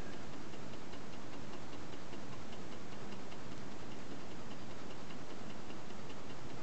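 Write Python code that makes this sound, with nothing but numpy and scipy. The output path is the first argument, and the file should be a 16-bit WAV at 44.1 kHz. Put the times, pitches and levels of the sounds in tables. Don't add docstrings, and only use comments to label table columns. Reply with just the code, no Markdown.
import sys
import numpy as np
from scipy import signal
from scipy.fft import rfft, irfft, next_fast_len
from scipy.io import wavfile
from scipy.ndimage import map_coordinates

SR = 44100
rng = np.random.default_rng(int(sys.argv[2]) if len(sys.argv) > 2 else 0)


def output_pcm(signal):
    pcm = np.clip(np.atleast_2d(signal).T, -1, 1) * 32767
    wavfile.write(sys.argv[1], SR, np.round(pcm).astype(np.int16))


N = 292108

# (t/s, level/dB)
BOARD_SLIDE = [(0, -57), (.25, -60), (.34, -77), (.6, -110)]
# (f/Hz, width/Hz, level/dB)
BOARD_MODES = [(380, 150, 2), (577, 78, 0), (1613, 16, 10.5), (1490, 340, -10.5)]
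# (f/Hz, level per Hz/dB)
RUSH_COLOUR = [(20, -19.5), (45, -10), (70, -6), (100, -4), (130, -1), (165, -2), (210, -0.5), (330, -3),
               (480, -7), (800, -10), (1300, -14), (2400, -21), (4500, -27.5), (8000, -35)]
# (f/Hz, level/dB before wavering)
HUM_TONES = [(200.2, -61), (129.83, -68)]
# (f/Hz, level per Hz/dB)
HISS_COLOUR = [(300, -7), (2000, -0.5), (4800, 0), (7500, -2)]
# (f/Hz, level/dB)
WHINE_TONES = [(3111, -81), (6222, -80), (6666.6, -78), (7530, -87.5), (8470, -86)]

# (t/s, speed/turns per minute)
FLYWHEEL_SPEED = [(0, 299.1), (2.2, 302.1), (3.5, 302.6), (5.2, 302.3), (6.3, 300.6)]
FIRST_TURN_S = .1256
SETTLED_S = 2.2
CATCH_PATTERN = [-3.5, 2, 1.5]
# (t/s, catch level change/dB)
SOFTER_CATCHES = [(.33, -4), (1.33, -3), (3.71, -7.5), (4.31, -3)]
# (t/s, level/dB)
LINKAGE_LOAD = [(0, -1.5), (1, .5), (3.3, 0), (4.15, -3), (5, -1), (6.6, -.5)]
# (base level/dB, dB per dB of catch, dB per dB of load)
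RING_RESPONSE = (-56.3, 1.0, .4)
SCRAPE_RESPONSE = (-57.5, 0.2, .8)
KNOCK_RESPONSE = (-51, .15, 1.1)
RETURN_RESPONSE = (-63, -0.22, -.8)

# (f/Hz, width/Hz, level/dB)
PIN_MODES = [(4000, 380, -1.5), (2200, 160, -2)]
# (f/Hz, level per Hz/dB)
SCRAPE_COLOUR = [(150, -25.5), (450, -2.5), (1100, -2.5), (2400, -7.5), (3600, -2), (5500, -11),
                 (8000, -19.5)]
# (f/Hz, width/Hz, level/dB)
BRACKET_MODES = [(1400, 240, -7.5), (1850, 140, 0.5), (2123, 74, 5.5), (3986, 110, -2.5), (4916, 70, 1),
                 (5330, 84, -4)]
# (f/Hz, level/dB before random spread, time to fall 60 dB/s)
ROD_MODES = [(2755, -3, .065), (2785, -4, 0.065), (2862, -4.5, 0.091), (2965, -7, 0.087),
             (3060, -5.5, 0.087)]
ROD_DETUNE = .005
# (f/Hz, width/Hz, level/dB)
CAN_MODES = [(282.2, 14, 0), (357.7, 26, -4.5), (439.5, 27, -11.5), (619, 25, -12), (672, 30, -16.5),
             (841.3, 59, -18), (1029.6, 22, -14)]
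# (f/Hz, width/Hz, level/dB)
CYLINDER_MODES = [(905, 72, -5), (1275, 96, 4), (1660, 540, -9.5), (2095, 160, -12), (3720, 70, -13),
                  (4590, 120, -5.5), (4740, 19, -6)]
RUB_DB_PER_S = .3
# (t/s, impulse level/dB)
STRAY_TICKS = [(3.579, -28), (3.989, -33)]

# (f/Hz, level/dB)
TREBLE_FADE = [(7550, 0), (8000, -6), (8400, -12.5), (8700, -21), (8900, -35)]
TOP_HZ = 8877


def amp(db):
    return 10 ** (np.asarray(db) / 20)


def unit(x):
    return x / np.sqrt(np.mean(x ** 2) + 1e-20)


def colour(points):
    f, db = np.transpose(points)
    return lambda hz: amp(np.interp(np.log(hz + 1), np.log(f), db))


def body(modes):
    def response(hz):
        return sum(
            amp(db) * 1j * hz * width / (centre * centre - hz * hz + 1j * hz * width)
            for centre, width, db in modes)
    return response


def filtered(x, response):
    size = next_fast_len(N + SR // 2)
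    hz = np.fft.rfftfreq(size, 1 / SR)
    return irfft(rfft(x, size) * response(hz), size)[:N]


def through(x, response):
    def even_power(hz):
        gain = response(hz)
        return unit(np.abs(gain)) * np.exp(1j * np.angle(gain))
    return filtered(x, even_power)


def wobble(rate):
    knots = rng.standard_normal(int(N * rate / SR) + 4)
    return map_coordinates(knots, [np.arange(N) * rate / SR])


def friction(rate):
    chance, size = rng.random(N), rng.standard_normal(N)
    slips = chance < rate / SR
    return unit(slips * (np.sign(size) + size / 2))


def board():
    s, db = np.transpose(BOARD_SLIDE)
    strength = amp(np.interp(np.arange(N) / SR, s, db))
    return strength * through(friction(rate=1500), body(BOARD_MODES))


def alcove(x, t60, wet_db):
    t = np.arange(SR // 2) / SR
    tail = rng.standard_normal(len(t)) * amp(-60 * t / t60) * (t > .003)
    echo = signal.fftconvolve(x, tail / np.linalg.norm(tail))[:N]
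    return x + amp(wet_db) * echo


def background():
    t = np.arange(N) / SR
    noise = through(rng.standard_normal(N), colour(RUSH_COLOUR))
    rumble = filtered(noise, lambda hz: 1 / (1 + (hz / 420) ** 4))
    fluttering = amp(0.41 * wobble(11)) * rumble
    rush = amp(-50.5) * (noise - rumble + fluttering)
    hum = np.zeros(N)
    for hz, db in HUM_TONES:
        level = amp(db + 4.2 * wobble(7))
        hum += level * np.sin(2 * np.pi * hz * t + 1.2 * wobble(9))
    return rush + hum


def electronics():
    t = np.arange(N) / SR
    hiss = amp(-61.0) * through(rng.standard_normal(N), colour(HISS_COLOUR))
    whine = np.zeros(N)
    for hz, db in WHINE_TONES:
        whine += amp(db) * np.sin(2 * np.pi * hz * t + 0.1 * wobble(8.7))
    return hiss + whine


def turn_starts():
    s, rpm = np.transpose(FLYWHEEL_SPEED)
    starts = [FIRST_TURN_S]
    while starts[-1] < N / SR:
        starts.append(starts[-1] + 60 / np.interp(starts[-1], s, rpm))
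    return np.array(starts[:-1])


def turn_levels(law):
    starts = turn_starts()
    settled = starts > SETTLED_S
    catch_db = np.zeros(len(starts))
    catch_db[settled] = np.resize(CATCH_PATTERN, settled.sum())
    for s, db in SOFTER_CATCHES:
        nearest = np.argmin(np.abs(starts - s))
        catch_db[nearest] += db
    load_db = np.interp(starts, *np.transpose(LINKAGE_LOAD))
    level_db, per_catch, per_load = law
    return level_db + per_catch * catch_db + per_load * load_db


def strokes(levels_db, delay, rise, fall):
    t, pressure = np.arange(N) / SR, np.zeros(N)
    for start, db in zip(turn_starts(), levels_db):
        near = slice(max(0, int((start - .1) * SR)), int((start + .3) * SR))
        from_peak = t[near] - start - delay
        steps = np.where(from_peak < 0, from_peak / rise, from_peak / fall)
        pressure[near] += amp(db) * np.exp(-steps ** 2)
    return pressure


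def rod(levels_db, delay, attack, phase_scatter):
    t = np.arange(-SR // 100, SR // 6) / SR
    hz, db, t60 = np.transpose(ROD_MODES)[:, :, None]
    shape = np.where(t < 0, np.exp(-(t / attack) ** 2), amp(-60 * np.abs(t) / t60))
    out = np.zeros(N + SR)
    for start, level_db in zip(turn_starts(), levels_db):
        phase, size, stray = rng.standard_normal((3, len(ROD_MODES), 1))
        pitch = hz * (1 + ROD_DETUNE * stray)
        tones = np.sin(2 * np.pi * pitch * t + phase_scatter * phase)
        ring = np.sum(amp(db + size) * shape * tones, axis=0)
        first = round((start + delay + t[0]) * SR)
        out[first:][:len(t)] += amp(level_db) * unit(ring)
    return out[:N]


def linkage():
    ring_db, scrape_db = turn_levels(RING_RESPONSE), turn_levels(SCRAPE_RESPONSE)
    release = strokes(scrape_db, delay=0.00051, rise=0.0015, fall=0.0017)
    pin = amp(-2) * through(release * friction(rate=5000), body(PIN_MODES))
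    slide = strokes(scrape_db, delay=.0095, rise=.009, fall=0.013)
    scrape = amp(-2.0) * through(slide * friction(rate=7000), colour(SCRAPE_COLOUR))
    bracket = amp(-3.0) * through(slide * friction(rate=7000), body(BRACKET_MODES))
    catch = rod(ring_db - 12.5, delay=.0103, attack=0.006, phase_scatter=1.3)
    rebound = rod(ring_db - 19.0, delay=.025, attack=.006, phase_scatter=2.5)
    return pin + scrape + bracket + catch + rebound


def contacts(levels_db, delay, spacing, scatter, loss_db, count):
    bounce = np.arange(count)
    chance = rng.standard_normal((len(levels_db), 2, count))
    s = turn_starts()[:, None] + delay + spacing * bounce + scatter * chance[:, 0]
    size = amp(np.asarray(levels_db)[:, None] - loss_db * bounce + 1.1 * chance[:, 1])
    place = np.clip(s * SR, 0, N).astype(int)
    return np.bincount(place.ravel(), size.ravel(), N + 1)[:N]


def knocks():
    knock_db, return_db = turn_levels(KNOCK_RESPONSE), turn_levels(RETURN_RESPONSE)
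    down = contacts(knock_db + 27.5, delay=.009, spacing=.007, scatter=.002, loss_db=2.5, count=3)
    back = contacts(return_db + 31.0, delay=.111, spacing=0.0035, scatter=.003, loss_db=3, count=2)
    return through(down + back, body(CAN_MODES))


def piston():
    return_db = turn_levels(RETURN_RESPONSE)
    rub_db = return_db + RUB_DB_PER_S * turn_starts()
    rub = strokes(rub_db, delay=0.1, rise=.028, fall=0.021)
    wall = amp(-0.5) * through(rub * friction(rate=2000), body(CYLINDER_MODES))
    grit = amp(-6.5) * through(rub * friction(rate=900), colour(SCRAPE_COLOUR))
    tick = rod(return_db - 18.5, delay=0.12, attack=0.004, phase_scatter=2.2)
    return wall + grit + tick


def snaps():
    force = np.zeros(N)
    for s, db in STRAY_TICKS:
        force[round(s * SR)] = amp(db)
    return force


def scene():
    dry_engine = linkage() + knocks() + piston() + board()
    engine = alcove(dry_engine, t60=0.23, wet_db=-12.5)
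    return (engine + snaps() + background() + electronics())[None]


def record(dry):
    offset = .0199
    treble = colour(TREBLE_FADE)
    return filtered(dry[0], lambda hz: treble(hz) * (hz < TOP_HZ))[None] + offset


dry = scene()
out = record(dry)
output_pcm(out)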